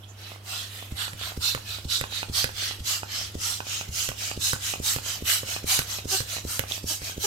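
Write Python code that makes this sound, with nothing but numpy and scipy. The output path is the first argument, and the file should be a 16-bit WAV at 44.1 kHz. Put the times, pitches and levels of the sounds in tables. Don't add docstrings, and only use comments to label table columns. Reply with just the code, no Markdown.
import sys
import numpy as np
from scipy import signal
from scipy.fft import rfft, irfft
from scipy.io import wavfile
from scipy.ndimage import uniform_filter1d

SR = 44100
rng = np.random.default_rng(int(sys.argv[2]) if len(sys.argv) > 2 else 0)


def pcm_store(signal):
    levels = np.round(np.clip(np.atleast_2d(signal), -1, 1) * 32767)
    wavfile.write(sys.argv[1], SR, levels.astype(np.int16).T)


N = 320166

# frequency in Hz, noise density in dB.
WASH_SPECTRUM = [(20, -27), (45, -3), (80, -20), (160, 7), (300, 10), (700, 4.5), (1400, 2.5), (3000, -24),
                 (8000, -20), (16000, -58)]
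# frequency in Hz, level in dB.
HUM_PARTIALS = [(100.05, -45.8), (200.1, -69)]
# frequency in Hz, left-right coherence from 0 to 1.
COHERENCE = [(30, 0.97), (130, 1), (300, 0.85), (640, 0.92), (1400, 0), (4000, 0.2), (16000, 0.0)]
# frequency in Hz, seconds to fall 60 dB.
ROOM_DECAY = [(100, 0.074), (500, 0.33), (2000, 0.34), (8000, 0.25), (16000, 0.086)]
# frequency in Hz, noise density in dB.
HAND_SPECTRUM = [(15, -1), (32, -36), (70, 7.5), (140, -5.5), (300, -16.5), (700, -35), (2000, -30.5)]

# start in seconds, level in dB, pitch in Hz, length in seconds.
CHIRPS = [(0.023, -47.5, 3420, 0.034), (0.068, -52, 6460, 0.069), (6.7192, -20, 3470, 0.0042),
          (6.7226, -22, 3430, 0.00086)]
# time in seconds, level in dB, base pitch in Hz.
TICKS = [(0.3188, -35.5, 690), (1.0812, -33, 1040), (1.3208, -35.5, 760), (1.5772, -32.5, 1000),
         (2.0405, -24.5, 1060), (2.231, -24.5, 910), (2.4928, -32, 920), (2.7112, -32, 850),
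         (3.0333, -25, 880), (3.605, -24.5, 1000), (3.8124, -29.5, 850), (4.1179, -31, 710),
         (4.3151, -28, 810), (4.5629, -36.5, 850), (4.7388, -26, 790), (4.9866, -31, 910),
         (5.5646, -28, 756), (5.8193, -32, 1210), (5.9871, -33, 710), (6.3676, -31.5, 740),
         (6.639, -30, 770), (6.7133, -33, 710)]
# multiple of the base pitch, level in dB, seconds to fall 60 dB.
TICK_MODES = [(0.5, -37, 0.018), (1.02, 23.5, 0.01), (1.55, 23.5, 0.0098), (3.4, -30, 0.0035)]
# frequency in Hz, level in dB, seconds to fall 60 dB.
SNAP_MODES = [(2520, 6, 0.017), (2790, 0, 0.023), (4800, 1, 0.0058)]
# time in seconds, then thump, clack and crack levels in dB.
KNOCKS = [(1.1336, -50.5, -37, -23), (1.5494, -41.5, -21, -12), (2.0125, -40, -22.5, -9.5),
          (2.4434, -40, -18.5, -6.5), (4.0897, -41, -23, -10), (4.5332, -38.5, -21, -8),
          (4.963, -40.5, -24, -12), (5.4332, -50, -22.5, -29), (5.7917, -39, -26, -4),
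          (6.2045, -40.5, -23.5, -11.5), (6.594, -40.5, -18.5, -3), (7.0184, -47.5, -32.5, -29)]
# frequency in Hz, level in dB, seconds to fall 60 dB.
THUMP_MODES = [(31.4, -40, 0.56), (65, -27.5, 0.55), (122.7, -6.5, 0.065), (255, -15, 0.068)]
# base frequency in Hz, level in dB, seconds to fall 60 dB.
CLACK_MODES = [(378, -4, 0.013), (503, 11.5, 0.029), (1070, 7.5, 0.0086), (1650, 9.5, 0.014)]
# frequency in Hz, noise density in dB.
CRACK_SPECTRUM = [(500, -17), (1500, 5), (4000, -9.5), (7000, -11.5), (11000, -9), (16000, -18)]
# time in seconds, pop level in dB.
THUDS = [(0.9235, -28), (1.3765, -23.5), (1.855, -27), (2.299, -24.5), (2.8053, -39), (3.3548, -21),
         (3.892, -35.5), (4.3765, -21.5), (4.802, -21.5), (5.2249, -22.5), (5.6438, -21), (6.057, -21.5),
         (6.4524, -21), (6.8434, -23), (7.181, -21.5)]
# frequency in Hz, level in dB, seconds to fall 60 dB.
SWAY_MODES = [(74.8, 8, 0.13), (135, -3.5, 0.14), (207, -8.5, 0.058), (260, -11, 0.05)]
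# start in seconds, length in seconds, level in dB, opening pitch in Hz.
BUZZES = [(6.112, 0.066, -35, 387.5), (6.897, 0.045, -39, 316), (7.233, 0.07, -32.5, 420)]
# frequency in Hz, level in dB.
BUZZ_SPECTRUM = [(300, 3), (420, 5), (770, 4), (1150, -5), (1600, 1), (2100, -17), (2800, 1), (5000, -21)]

# start in seconds, length in seconds, level in dB, neck resonance boost in dB.
PUSHES = [(0.409, 0.36, -32.5, 9), (0.936, 0.2, -29.5, 15.5), (1.384, 0.21, -23.0, 18),
          (1.863, 0.19, -23.5, 13.5), (2.307, 0.19, -22.0, 9.5), (2.818, 0.222, -24.5, 3.5),
          (3.348, 0.31, -27, 1), (3.885, 0.29, -26.5, 5), (4.371, 0.23, -23.0, 5), (4.798, 0.22, -23, 0),
          (5.224, 0.22, -20.5, -2), (5.639, 0.22, -20.0, -3), (6.054, 0.21, -23.0, 5),
          (6.431, 0.24, -30, -0.5), (6.84, 0.17, -26, 5.5), (7.171, 0.24, -24, 5)]
# start in seconds, length in seconds, level in dB.
PULLS = [(0.12, 0.33, -42.5), (0.64, 0.3, -40.5), (1.144, 0.23, -33), (1.619, 0.23, -32.5),
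         (2.072, 0.21, -29.5), (2.501, 0.31, -28.5), (3.038, 0.31, -29.5), (3.604, 0.3, -30),
         (4.125, 0.28, -30.0), (4.565, 0.25, -28.0), (4.989, 0.25, -29), (5.416, 0.229, -30),
         (5.833, 0.22, -30.5), (6.237, 0.22, -30.5), (6.642, 0.2, -32), (6.979, 0.21, -33.0)]
# frequency in Hz, noise density in dB, left minus right in dB.
PUSH_VALVE = [(305, -22.5, 5), (775, -6, -3), (870, -9.5, 0.5), (1630, -4, 1), (2440, -5.5, 2.5),
              (2820, -1, -4.5), (3920, -2, -6.5), (5800, 0, -1), (8580, -3, -4.5), (9070, -9.5, 10.5),
              (11550, -6.5, -11.5), (14900, -10.5, -2.5), (16000, -19, -1)]
# frequency in Hz, noise density in dB, left minus right in dB.
PULL_VALVE = [(300, -33, -11), (690, -6.5, -1), (890, -15.5, 5), (1580, -5, 0), (2150, -3.5, 1.5),
              (2970, 2, -2.5), (3800, -1.5, -8), (5840, -4, -1.5), (8300, -6.5, -2), (9500, -11.5, -2),
              (12200, -9, -11), (14500, -13, -5.5), (16000, -19, -1.1)]
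# time in seconds, neck resonance in Hz, low shelf (body) in dB, high shelf (fizz) in dB.
STRETCH = [(0.58, 3700, 5.5, 0.5), (0.8, 2680, 1.5, 5.5), (1.04, 3900, 6, 1), (1.5, 4000, 0, 4),
           (1.95, 4060, -7.5, -2), (2.5, 4280, -3, -1), (3.7, 6060, -6, -3), (4.5, 6450, -7.5, 1),
           (5.4, 5640, -2.5, 0.5), (6.5, 5860, -4, 2.5), (7.2, 5800, -4, 3)]
# centre in Hz, width in Hz, boost or cut in dB.
BALLOON_MODES = [(1400, 470, 6.5), (2570, 170, 8.5), (4060, 280, 4.5), (4380, 220, -5.5), (5600, 46, 11),
                 (6800, 120, 8), (7780, 260, -1), (8530, 220, 1.5), (10030, 240, -1), (12000, 530, 2)]
# centre in Hz, width in Hz, boost in dB.
BARREL_MODES = [(1350, 220, 6), (3000, 180, 2.5), (3850, 160, 2.5), (4200, 220, 3), (6450, 200, 1.5),
                (8250, 350, 2)]

EDGE_HZ = 15900
FRAME, HOP = 512, 128
TIME = np.arange(N) / SR
BINS = np.fft.rfftfreq(FRAME, 1 / SR)
FRAME_TIME = np.arange(N // HOP + 5) * HOP / SR
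RING_TIME = np.arange(SR // 4) / SR

PUSH_CREST, PULL_CREST, ARCH_POWER = 0.38, 0.43, 2.48
BLEED_DB, BLEED_S = -8, 0.026
SLACK_DB, LEAK_DB, LEAK_BUILD_S = -56.5, -49.5, 0.26
SPURT_DB, SPURT_S, SPURT_LEAD_S = -42, 0.0054, 0.005
PULL_NECK_DB, PULL_NECK_RATIO, PULL_BODY_DB = 8, 1.037, 4.0
FAINT_SHARE, FAINT_DB, FAINT_SPREAD_DB, FAINT_HZ = 0.6, -37, 5, 750


def amp(db):
    return 10 ** (np.asarray(db) / 20)


def unit(x):
    return x / np.sqrt(np.mean(x ** 2) + 1e-20)


def curve(table, hz, column=1):
    columns = np.transpose(table)
    return np.interp(np.log(hz + 1), np.log(columns[0] + 1), columns[column])


def add(mix, s, sound):
    part = mix[:, max(round(s * SR), 0):][:, :sound.shape[1]]
    part += sound[:, :part.shape[1]]


def wander(rate_hz, size=N):
    hz = np.fft.rfftfreq(N, 1 / SR)
    return unit(irfft(rfft(rng.standard_normal(N)) / (1 + (hz / rate_hz) ** 4), N))[:size]


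def diffuse(a, b, hz):
    same = np.clip(curve(COHERENCE, hz), -1, 1)
    return np.array([a, same * a + np.sqrt(1 - same ** 2) * b])


def noise(spectrum):
    hz = np.fft.rfftfreq(N, 1 / SR)
    white = diffuse(*rfft(rng.standard_normal((2, N))), hz)
    return unit(irfft(white * amp(curve(spectrum, hz)), N))


def ring(modes, contact_s, pitch=1):
    wave = sum(amp(db - 60 * RING_TIME / t60) * np.sin(2 * np.pi * hz * pitch * RING_TIME)
               for hz, db, t60 in modes)
    force = RING_TIME * np.exp(-RING_TIME / contact_s)
    wave = signal.fftconvolve(wave, force)[:len(wave)]
    return wave / abs(wave).max()


def peaks(modes, hz):
    return sum(db / (1 + (2 * (hz - centre) / width) ** 2) for centre, width, db in modes)


def pan_right(sound, lag_s=0.00026, shade_db=8.0, shade_hz=450):
    hz = np.fft.rfftfreq(len(sound), 1 / SR)
    side = amp(shade_db / 2 * hz / (hz + shade_hz))
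    delay = np.exp(-2j * np.pi * hz * lag_s)
    return irfft(rfft(sound) * np.array([delay / side, side]), len(sound))


def room_tone(wash_db=-56):
    hum = sum(np.sqrt(2) * amp(db) * np.sin(2 * np.pi * (hz * TIME + rng.random()))
              for hz, db in HUM_PARTIALS)
    return amp(wash_db) * noise(WASH_SPECTRUM) + pan_right(hum, lag_s=0.0001)


def reverb(send, build_s=0.0017):
    hz, t, white = signal.stft(rng.standard_normal((2, SR // 2)), SR, nperseg=256)
    decay = amp(-60 * t / curve(ROOM_DECAY, hz)[:, None])
    tail = signal.istft(white * decay * (1 - np.exp(-t / build_s)), SR, nperseg=256)[1]
    return signal.fftconvolve(send, tail / np.linalg.norm(tail[0]), axes=1)[:, :N]


def hand_rub(level_db=-52, lump_db=1.0, rest_db=-7, jolt_db=6.0, jolt_s=0.038):
    first_thud = THUDS[0][0]
    effort_db = np.interp(TIME, [first_thud / 2, first_thud], [rest_db, 0])
    jolts = sum((FRAME_TIME > s) * np.exp(-abs(FRAME_TIME - s) / jolt_s) for s, *_ in THUDS + KNOCKS)
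    effort_db += jolt_db * np.interp(TIME, FRAME_TIME, jolts)
    sides = amp([wander(4.2), wander(2.7)])
    return noise(HAND_SPECTRUM) * sides * amp(level_db + effort_db + lump_db * wander(14))


def rubber_chirps(waver=0.098):
    out = np.zeros((2, N))
    for s, db, hz, length in CHIRPS:
        count = round(length * SR)
        cycles = np.cumsum(hz * (1 + waver * wander(600, count))) / SR
        whistle = np.sin(2 * np.pi * cycles) * np.hanning(count)
        add(out, s, pan_right(amp(db) * whistle, shade_db=15.5))
    return out


def piston_rattles(level_db=-37, spread_s=0.018, pitch_hz=300, count=3):
    out = np.zeros((2, N))
    for s, direction in [(row[0], -1) for row in THUDS] + [(row[0], 1) for row in KNOCKS]:
        for when, tone, softness in rng.random((count, 3)):
            bump = ring(TICK_MODES, contact_s=0.00016, pitch=pitch_hz * (.5 + tone))
            offset_s = direction * spread_s * (0.195 + when)
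            add(out, s + offset_s, amp(level_db - 6.2 * softness) * pan_right(bump))
    return out


def flap_and_rod_ticks(gain_db=7.0, lead_s=0.00082, snap_db=0.5, full_flow_db=-35):
    out = np.zeros((2, N))
    snap = ring(SNAP_MODES, contact_s=0.00002)
    hits = list(TICKS)
    for start, length, _ in PULLS:
        when, size, tone = rng.random(3) - .5
        s = start + length * (.5 + FAINT_SHARE * when)
        hits.append((s, FAINT_DB + FAINT_SPREAD_DB * size, FAINT_HZ * 2 ** (tone / 2)))
    for (s, db, hz), stream_db in zip(hits, flow_db([hit[0] for hit in hits])):
        slam_db = min(stream_db - full_flow_db, 0)
        tick = ring(TICK_MODES, contact_s=0.00003, pitch=hz) + amp(snap_db + slam_db) * snap
        add(out, s - lead_s, amp(db + gain_db) * pan_right(tick))
    return out


def piston_knocks(thump_gain_db=15.0, crack_gain_db=-8.5, crack_t60=0.011, rise_s=0.00005, lead_s=0.0007):
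    out = np.zeros((2, N))
    thump = -ring(THUMP_MODES, contact_s=0.00085)
    colour = amp(curve(CRACK_SPECTRUM, np.fft.rfftfreq(len(RING_TIME), 1 / SR)))
    envelope = amp(-60 * RING_TIME / crack_t60) * (1 - np.exp(-RING_TIME / rise_s))
    for s, thump_db, clack_db, crack_db in KNOCKS:
        clack = ring(CLACK_MODES, contact_s=0.00004, pitch=rng.uniform(1.0, 1.05))
        white = rng.standard_normal(len(RING_TIME))
        crack = unit(irfft(rfft(white) * colour, len(white))) * envelope
        hit = amp(thump_db + thump_gain_db) * thump + amp(clack_db) * clack
        hit += amp(crack_db + crack_gain_db) * crack
        add(out, s - lead_s, pan_right(hit, shade_db=13.5, shade_hz=1500))
    return out


def seal_thuds(pop_gain_db=-2.5, sway_db=-25.5, fade_db_per_s=0.7, sharpest_s=0.00048, softening=0.57):
    out = np.zeros((2, N))
    sway = pan_right(ring(SWAY_MODES, contact_s=0.00023))
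    hardest_db = max(db for _, db in THUDS)
    for s, db in THUDS:
        width_s = sharpest_s * amp(softening * (hardest_db - db))
        from_spike = RING_TIME / width_s - 10
        pop = np.exp(-from_spike ** 2 / 2) - np.exp(-(from_spike + 2) ** 2 / 2)
        add(out, s - 10 * width_s, amp(db + pop_gain_db) * pan_right(pop))
        add(out, s - 0.00073, amp(sway_db - fade_db_per_s * s) * sway)
    return out


def neck_buzzes(attack_s=0.01, release_s=0.031, sag_hz_per_s=200, jitter=0.011, shimmer_db=4.5):
    out = np.zeros((2, N))
    for start, length, db, top_hz in BUZZES:
        t = np.arange(0, length, 1 / SR)
        hz = top_hz - sag_hz_per_s * t
        envelope = np.minimum(t / attack_s, 1) * np.minimum((length - t) / release_s, 1)
        cycles = np.cumsum(hz * (1 + jitter * wander(250, len(t)))) / SR
        reed = sum(amp(curve(BUZZ_SPECTRUM, k * hz)) * np.cos(2 * np.pi * (k * cycles + rng.random()))
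                   for k in range(1, 12))
        gain = envelope * amp(db + shimmer_db * wander(140, len(t)))
        add(out, start, pan_right(unit(reed) * gain, lag_s=0.0001))
    return out


def flow_db(times):
    t, strokes = FRAME_TIME, 0
    for rows, crest in ((PUSHES, PUSH_CREST), (PULLS, PULL_CREST)):
        for start, length, db, *_ in rows:
            ramp = np.interp(t, [start, start + crest * length, start + length], [0, 1, 0])
            strokes += (amp(db) * np.sin(np.pi / 2 * ramp) ** ARCH_POWER) ** 2
    hold = np.exp(-HOP / SR / BLEED_S)
    bleed = amp(BLEED_DB) ** 2 * signal.lfilter([1 - hold], [1, -hold], strokes)
    spurts = amp(SPURT_DB) ** 2 * sum(np.exp(-((t - s + SPURT_LEAD_S) / SPURT_S) ** 2) for s, _ in THUDS)
    leak = amp(np.interp(t - PUSHES[0][0], [0, LEAK_BUILD_S], [SLACK_DB, LEAK_DB])) ** 2
    return np.interp(times, t, 10 * np.log10(strokes + bleed + spurts + leak))


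def resonances_db(swell_start_s=0.572, swell_power=0.21, limp_size=0.514, flattening=4.3):
    filling_s = np.maximum(FRAME_TIME - swell_start_s, 0)
    size = np.maximum(filling_s ** swell_power, limp_size)[:, None]
    balloon = peaks(BALLOON_MODES, BINS * size) / np.maximum(size, 1) ** flattening
    return balloon + peaks(BARREL_MODES, BINS)


def stroke_colour(middle_s, valve, neck_db, neck_ratio=1, extra_body_db=0, body_hz=2200, fizz_hz=8000):
    times, *columns = np.transpose(STRETCH)
    neck_hz, body_db, fizz_db = (np.interp(middle_s, times, column) for column in columns)
    hz = BINS + 1
    body = (body_db + extra_body_db) / (1 + (hz / body_hz) ** 4)
    fizz = fizz_db / (1 + (fizz_hz / hz) ** 6)
    hiss = curve(valve, hz) + body + fizz
    balance = curve(valve, hz, column=2) / 2
    neck = neck_db * np.exp(-.5 * (np.log(hz / (neck_hz * neck_ratio)) / 0.17) ** 2)
    neck_left = 0.78 * neck
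    return np.array([[hiss + balance, hiss - balance], [neck_left, neck]])


def air_colour_db(shut_db=-50, open_db=-33):
    strokes = [(start + length / 2, PUSH_VALVE, neck_db) for start, length, _, neck_db in PUSHES]
    strokes += [(start + length / 2, PULL_VALVE, PULL_NECK_DB, PULL_NECK_RATIO, PULL_BODY_DB)
                for start, length, _ in PULLS]
    middles = np.array([stroke[0] for stroke in strokes])
    nearest = abs(FRAME_TIME[:, None] - middles).argmin(axis=1)
    colours = np.array([stroke_colour(*stroke) for stroke in strokes])[nearest]
    valve_db, neck_db = uniform_filter1d(colours, size=12, axis=0).transpose(1, 2, 0, 3)
    opening = np.interp(flow_db(FRAME_TIME), [shut_db, open_db], [0, 0.83])
    return valve_db + opening[:, None] * (neck_db + resonances_db())


def air_rush(ripple_db=4.0, eddy_db=1.5, rasp_db=0.26, rasp_hz=450, low_cut_hz=200, drift_db=1.35):
    draws = rng.standard_normal((7, len(FRAME_TIME), len(BINS)))
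    white = diffuse(draws[0] + 1j * draws[1], draws[2] + 1j * draws[3], BINS)
    eddies = unit(uniform_filter1d(uniform_filter1d(draws[4], size=4, axis=0), size=12, axis=1))
    ripple = unit(uniform_filter1d(uniform_filter1d(draws[5:], size=45, axis=1), size=2, axis=2))
    low_cut = BINS ** 2 / (BINS ** 2 + low_cut_hz ** 2)
    gain = amp(air_colour_db() + ripple_db * ripple + eddy_db * eddies) * low_cut
    treble = (BINS > 2000) & (BINS < EDGE_HZ)
    gain /= np.sqrt((gain[:, :, treble] ** 2).sum(axis=2).mean(axis=0))[:, None]
    hiss = signal.istft((white * gain).transpose(0, 2, 1), nperseg=FRAME, noverlap=FRAME - HOP)[1][:, :N]
    rasp = amp(rasp_db * wander(rasp_hz))
    lean_db = drift_db * np.array([[1], [-1]]) * (TIME / TIME[-1] - .5)
    return unit(hiss * rasp) * amp(flow_db(TIME) + lean_db)


def scene(hit_send_db=-11, air_send_db=-18):
    hits = seal_thuds() + piston_knocks() + piston_rattles() + flap_and_rod_ticks() + rubber_chirps()
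    stream = air_rush() + neck_buzzes()
    tail = reverb(amp(hit_send_db) * hits + amp(air_send_db) * stream)
    return hits + stream + tail + hand_rub() + room_tone()


def record(dry):
    high_cut = signal.firwin(511, EDGE_HZ, window=("kaiser", 9), fs=SR)
    return signal.oaconvolve(dry, high_cut[None], "same")


dry = scene()
out = record(dry)
pcm_store(out)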